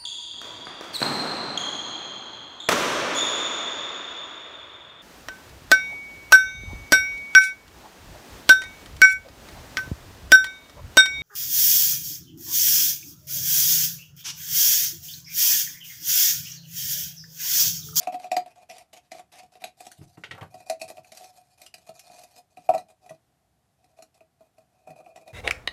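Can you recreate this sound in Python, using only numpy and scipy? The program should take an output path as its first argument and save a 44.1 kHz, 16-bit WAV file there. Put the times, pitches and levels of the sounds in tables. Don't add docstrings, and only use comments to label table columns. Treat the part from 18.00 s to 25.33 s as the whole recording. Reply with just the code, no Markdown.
import sys
import numpy as np
from scipy import signal
from scipy.fft import rfft, irfft, next_fast_len
from scipy.io import wavfile
from scipy.ndimage import uniform_filter1d, map_coordinates

SR = 44100
rng = np.random.default_rng(int(sys.argv[2]) if len(sys.argv) > 2 else 0)


def unload_wav(signal):
    wavfile.write(
        sys.argv[1],
        SR,
        np.round(np.clip(np.atleast_2d(signal).T, -1, 1) * 32767).astype(np.int16),
    )


N = 323253


def amp(db):
    return 10 ** (np.asarray(db) / 20)


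def unit(x):
    return x / np.sqrt(np.mean(x ** 2) + 1e-20)


def along(points, hz):
    f, value = np.transpose(points)
    return np.interp(np.log(hz + 1), np.log(f + 1), value)


def filtered(x, response):
    size = next_fast_len(len(x) + 8192)
    hz = np.fft.rfftfreq(size, 1 / SR)
    return irfft(rfft(x, size) * response(hz), size)[:len(x)]


def shaped(x, spectrum):
    return filtered(x, lambda hz: amp(along(spectrum, hz)))


def wobble(rate):
    points = rng.standard_normal(int(N * rate / SR) + 4)
    return map_coordinates(points, [np.arange(N) * rate / SR])


AFTER = np.arange(SR // 6) / SR


def ring(modes, attack, scatter_db):
    hz, db, t60 = np.transpose(modes)[:, :, None]
    scatter = scatter_db * rng.standard_normal(db.shape) * (hz != hz[0])
    swell = (1 - np.exp(-AFTER / attack)) ** 2
    swing = np.sin(2 * np.pi * hz * (AFTER - 1.5 * attack))
    fading = amp(db + scatter - 60 * AFTER / t60)
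    return swell * np.sum(fading * swing, axis=0)


def burst(t60):
    rise = 1 - np.exp(-AFTER / 0.0013)
    return rng.standard_normal(len(AFTER)) * amp(-60 * AFTER / t60) * rise


def add(track, s, sound):
    track[round(s * SR):][:len(sound)] += sound


# [f/Hz, relative level/dB per Hz]
SHOP = [(13, -72.5), (22, -44.5), (43, -23), (62, -7), (146, -6.5), (202, -13.5), (550, -21.5), (721, -11),
        (895, -21.5), (2570, -29.5), (12300, -33), (14100, -38.5)]


def shop():
    waver_db = .7 * wobble(5)
    hum_and_hiss = unit(shaped(rng.standard_normal(N), SHOP))
    return amp(-71 + waver_db) * hum_and_hiss


def crinkled(x, patchy_db):
    z = signal.stft(x, nperseg=256)[2]
    across_pitch = uniform_filter1d(rng.standard_normal(z.shape), size=3, axis=0)
    patches = uniform_filter1d(across_pitch, size=12, axis=1)
    return signal.istft(z * amp(patchy_db * unit(patches)), nperseg=256)[1][:len(x)]


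# [f/Hz, relative level/dB per Hz]
RASP = [(590, -41.5), (1000, -17.5), (2480, -4), (3270, -8.5), (4720, -8), (12400, -17), (14100, -32.5)]
# [f/Hz, relative level/dB per Hz]
SCUFF = [(590, -39.5), (1000, -19), (1630, -10.5), (2510, -5), (3350, -9.5), (4080, -2.5), (12100, -9.5),
         (14100, -18)]
CUT_ENDS = 1.75


def plastic(x):
    cutting = np.arange(len(x)) < CUT_ENDS * SR
    return shaped(x * cutting, RASP) + amp(-3.5) * shaped(x * ~cutting, SCUFF)


# [f/Hz, relative level/dB per Hz]
FLAP = [(80, -27.5), (180, -8), (330, -3.5), (520, -9.5), (1200, -13.5), (2000, -31.5)]


def flapping(x):
    return shaped(x, FLAP)


# [t/s, length/s, rasp level/dB]
STROKES = [(0.0, .057, -54.5), (0.122, 0.039, -52), (0.192, 0.089, -58), (0.31, 0.036, -55),
           (0.471, 0.056, -68), (0.557, 0.081, -67), (0.689, 0.14, -58), (0.93, .057, -54.5),
           (1.031, 0.046, -72.5), (1.112, 0.097, -56.5), (1.319, 0.086, -56.5), (1.42, 0.05, -70),
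           (1.518, 0.059, -65), (1.6, 0.1, -61.5), (1.772, 0.12, -59.5), (1.905, 0.15, -64.5),
           (2.07, .09, -72.5), (2.176, .31, -71), (2.502, 0.14, -66.5), (2.661, 0.039, -57),
           (2.797, 0.057, -55), (2.878, 0.047, -53), (2.947, 0.056, -64.5), (3.034, 0.081, -66),
           (3.119, 0.19, -57.5), (3.328, 0.09, -62), (3.433, 0.13, -71.5), (3.577, 0.09, -60.5),
           (3.805, 0.055, -71), (3.867, 0.041, -58), (3.94, 0.25, -63.5), (4.104, 0.066, -58.5),
           (4.18, 0.069, -58), (4.266, 0.11, -64.5), (4.358, 0.0404, -57.5), (4.503, 0.049, -75),
           (4.564, 0.11, -68.5), (4.725, 0.089, -61), (4.885, 0.039, -67), (5.015, 0.14, -73),
           (5.775, 0.0606, -85), (5.83, 0.036, -74.5), (5.884, 0.064, -81), (5.967, 0.063, -72),
           (6.149, 0.033, -72.5), (6.394, 0.081, -77.5), (6.566, 0.065, -79), (6.693, 0.24, -83),
           (6.869, 0.049, -66.5), (6.958, 0.046, -69.5), (7.044, 0.079, -75.5), (7.144, 0.09, -76),
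           (7.257, 0.052, -71)]
# [t/s, share of the low ring 0-1, hollow over rasp level/dB, wall ring over hollow level/dB]
TURN = [(0, 0.22, 8.5, -41), (.6, .15, 10.5, -18), (.9, 0.22, 3, -20), (1.4, 0.11, 4, -24),
        (2, 0.06, 0.5, -35.5), (2.6, .39, 8, -9), (3.3, 0.2, 1.5, -20), (3.9, 0.18, 4, -8.5),
        (4.4, 0.31, 3, -15), (4.999, .45, 12.5, -17), (6.698, 0.3, 11, -17.5), (6.9, 0.81, 23, -18)]
# [f/Hz, relative level/dB, time to fade by 60 dB t60/s]
LOW_RING = [(649.8, 2, 0.1), (619.6, -28, 0.025), (530, -7, 0.011)]
HIGH_RING = [(725.7, 7, 0.064), (714, -9.5, 0.013), (834, -22, 0.077), (956, -21, 0.095), (1130, -22, 0.03),
             (1320, -25, 0.097)]
WALL = [(2443, -12.5, 0.044), (2503, 1.5, 0.012), (1950, -11.5, 0.045)]


def rubbing():
    rasp = np.zeros(N)
    for s, length, db in STROKES:
        rasp[round(s * SR):round((s + length) * SR)] = amp(db)
    rasp = uniform_filter1d(rasp, size=260)

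    when, *held = np.transpose(TURN)
    share, over_db, wall_db = [np.interp(np.arange(N) / SR, when, column) for column in held]
    low = np.clip(share, 0, 1)
    hollow = rasp * amp(over_db)

    chance, size, sign = rng.random((3, N))
    slip_sizes = amp(-2.2 * np.log(size + 0.0012))
    slips = (chance < 900 / SR) * slip_sizes * np.sign(sign - .5)
    slips_and_noise = unit(unit(slips) + 0.6 * rng.standard_normal(N))
    drive = unit(slips_and_noise * amp(2.5 * wobble(70)))

    out = rasp * unit(plastic(crinkled(drive, patchy_db=3.5)))
    out += flapping(hollow * amp(0.5) * drive)
    driven = [(hollow * low, LOW_RING), (hollow * (1 - low), HIGH_RING), (hollow * amp(wall_db), WALL[:2])]
    for force, modes in driven:
        answer = ring(modes, attack=.001, scatter_db=0)
        answer = answer / np.linalg.norm(answer)
        out += signal.fftconvolve(force * drive, answer)[:N]
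    return out


# [f/Hz, t60/s]
ROOM = [(150, 0.3), (700, 0.13), (3000, 0.15), (12000, 0.11)]


def room(x, parts=18):
    out = np.zeros(N + SR)
    step = N // parts + 1
    for k in range(parts):
        hz, t, z = signal.stft(rng.standard_normal(SR // 3), SR, nperseg=256)
        fading = amp(-60 * t / along(ROOM, hz)[:, None])
        tail = signal.istft(z * fading, SR, nperseg=256)[1]
        tail = tail / np.linalg.norm(tail)
        add(out, k * step / SR + .004, signal.fftconvolve(x[k * step:][:step], tail))
    return out[:N]


# [t/s, crack level/dB, hollow level/dB, low-ring share 0-1]
SNAPS = [(0.0293, -27.5, -52.5, .15), (0.0712, -28.5, -20, .1), (0.1256, -43, -30, 0.5),
         (0.1434, -38.5, -25.5, .02), (0.2324, -45, -48, 0.6), (0.2424, -36, -30.5, .2),
         (0.3157, -17, -17.5, .25), (0.3656, -15, -15, .02), (0.4594, -39, -40, .2),
         (0.6978, -30, -42.5, .7), (0.7113, -32.5, -41.5, .7), (0.7816, -29.5, -52, .9),
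         (0.9338, -35, -51, .7), (1.1169, -26, -35.5, .65), (1.1484, -43, -36.5, .8),
         (1.1932, -39.5, -41, .15), (1.3229, -39, -55, .02), (1.3872, -38, -60, 0.1),
         (1.4316, -43.5, -46, .02), (1.5534, -41.5, -45.5, .2), (1.6182, -38.5, -40.5, .02),
         (1.6397, -21, -29.5, .1), (1.8048, -30, -38.5, .02), (1.8662, -30.5, -39, .02),
         (1.9155, -30.5, -73, .5), (2.5414, -37.5, -37.5, .4), (2.603, -41, -45, .02),
         (2.6978, -14, -18, .85), (2.815, -21.5, -28.5, .9), (2.9004, -44.5, -34, .9),
         (2.9692, -38, -43, 0.3), (2.9804, -48, -37.5, .9), (3.046, -41, -59, 0.4),
         (3.1188, -30.5, -41.5, .95), (3.1487, -38, -58, 0.7), (3.1717, -26, -70, .5),
         (3.208, -45, -43, 0.35), (3.242, -34.5, -46.5, .05), (3.6157, -30.5, -49, .9),
         (3.6626, -28.5, -59, .5), (3.7404, -28, -47.5, .25), (3.7808, -41, -55, 0.3),
         (3.8904, -35.5, -35, .65), (3.9933, -29, -67, .1), (4.0984, -54, -43.5, .1),
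         (4.138, -48, -49, 0.2), (4.19, -36, -55, 0.4), (4.235, -33.5, -46, 0.5),
         (4.363, -40.5, -49.5, .25), (4.571, -44, -40.5, .07), (4.6897, -29, -8, .47),
         (4.7371, -34, -21.5, .05), (4.7461, -29, -16, .6), (4.7785, -29, -31.5, .02),
         (5.0609, -44.5, -45, .1), (5.0938, -36, -43.5, .9), (5.1064, -50, -34, .95), (5.8426, -51, -58, 0),
         (5.9874, -50, -41, .9), (6.0227, -36, -49.5, 0.53), (6.1429, -48.5, -76, .3),
         (6.2064, -56.5, -46, .95), (6.4064, -70.5, -45.5, .95), (6.5814, -53, -47.5, .95),
         (6.8724, -62, -37.5, .75), (6.9042, -43.5, -43, .25), (6.961, -56, -56, 0.4),
         (7.003, -56, -40.5, 0.75), (7.0618, -56, -42, .05), (7.1591, -37.5, -40, .55),
         (7.1744, -49, -39.5, .75), (7.212, -48.5, -55, 0.7), (7.2769, -38, -38.5, .9),
         (7.303, -55, -46, .6)]
WALL_FROM_CRACK, WALL_DB = 0.54, -9
THUD_GROWS, THUD_DB = 0.7, -4


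def snaps():
    cracks, rings, thuds = np.zeros((3, N + SR))
    push = .0025
    for s, crack_db, hollow_db, share in SNAPS:
        low = np.clip(share, 0, 1)
        low_ring = np.sqrt(low) * ring(LOW_RING, push, scatter_db=1.5)
        high_ring = np.sqrt(1 - low) * ring(HIGH_RING, push, scatter_db=3)
        wall_db = WALL_DB + hollow_db + WALL_FROM_CRACK * (crack_db - hollow_db)
        wall_ring = amp(wall_db) * ring(WALL, attack=.0004, scatter_db=6)
        add(cracks, s, amp(crack_db) * burst(t60=0.037))
        add(rings, s, amp(hollow_db) * (low_ring + high_ring) + wall_ring)
        add(thuds, s, amp(THUD_DB + THUD_GROWS * hollow_db) * burst(t60=0.082))
    crackle = amp(2.0) * plastic(crinkled(cracks, patchy_db=4.5))
    return (crackle + rings + flapping(thuds))[:N]


# [t/s, level/dB, extra level of the deepest tone/dB]
THUMPS = [(1.986, -36, 1), (2.008, -31, 4.5), (2.173, -31.5, -16), (2.286, -44.5, -4), (2.332, -35, -4),
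          (2.414, -27, -4), (2.458, -38, -1.5), (2.546, -43.5, -1), (2.842, -45, -2.5), (2.99, -44.5, -2),
          (3.89, -44.5, -6.5), (4.583, -47.5, -5), (4.69, -35, -5.5), (4.75, -43.5, -2.5),
          (5.107, -39, -16), (6.881, -41, -27), (6.9, -42, -6), (7.001, -59, -8)]
# [f/Hz, relative level/dB, t60/s]
BENCH = [(105, 0, 0.065), (155, 0, 0.07), (257.5, -5, 0.045), (330, -9, .04), (421.6, -9, 0.045)]


def bench_thumps():
    thumps = np.zeros(N + SR)
    soft = .006
    for s, db, deep_db in THUMPS:
        deepest = amp(deep_db) * ring(BENCH[:1], soft, scatter_db=0)
        others = ring(BENCH[1:], soft, scatter_db=4.5)
        add(thumps, s, amp(db) * (deepest + others))
    return thumps[:N]


# [t/s, steel clack level/dB, grip knock level/dB]
BENCH_HITS = [(2.0137, -51, -51), (2.1721, -46.5, -45.5), (2.2369, -22, -46.5), (2.3102, -21, -43),
              (2.3475, -41, -41), (2.3782, -43, -36.5), (2.4103, -32, -37), (2.4255, -49, -33)]
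# [f/Hz, relative level/dB per Hz]
CLACK = [(760, -10), (1300, -12.5), (2610, -5), (3030, -8), (11900, -38.5), (14000, -48)]
# [f/Hz, relative level/dB per Hz]
KNOCK = [(300, -22.5), (550, -3), (950, -3.5), (1500, -7), (3000, -33.5)]
# [f/Hz, relative level/dB, t60/s]
SCISSORS = [(2100, -5.5, 0.035), (1900, -8, 0.042), (1500, -12.5, 0.019), (2310, -11, 0.022),
            (2710, -12, 0.027), (3120, -18, 0.012)]
RATTLE_T60 = 0.083


def scissors_landing():
    clacks, knocks, rings = np.zeros((3, N + SR))
    for s, clack_db, knock_db in BENCH_HITS:
        add(clacks, s, amp(clack_db) * burst(RATTLE_T60))
        add(knocks, s, amp(knock_db) * burst(RATTLE_T60))
        add(rings, s, amp(clack_db - 8) * ring(SCISSORS, attack=0.00041, scatter_db=5))
    return (amp(3.5) * shaped(clacks, CLACK) + amp(13.0) * shaped(knocks, KNOCK) + rings)[:N]


def scene():
    handling = rubbing() + snaps() + bench_thumps() + scissors_landing()
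    near = shaped(handling, [(25, -33.5), (50, -14.5), (95, 0.0)])
    wet = shaped(near, [(700, -6.5), (2000, -7.0)])
    return (near + room(wet) + shop())[None]


TOP_HZ = 14282


def record(dry):
    fade = [(13000, 0), (14200, -5.5)]  # f/Hz, level/dB
    return filtered(dry[0], lambda hz: amp(along(fade, hz)) * (hz < TOP_HZ))[None]


dry = scene()
out = record(dry)
unload_wav(out)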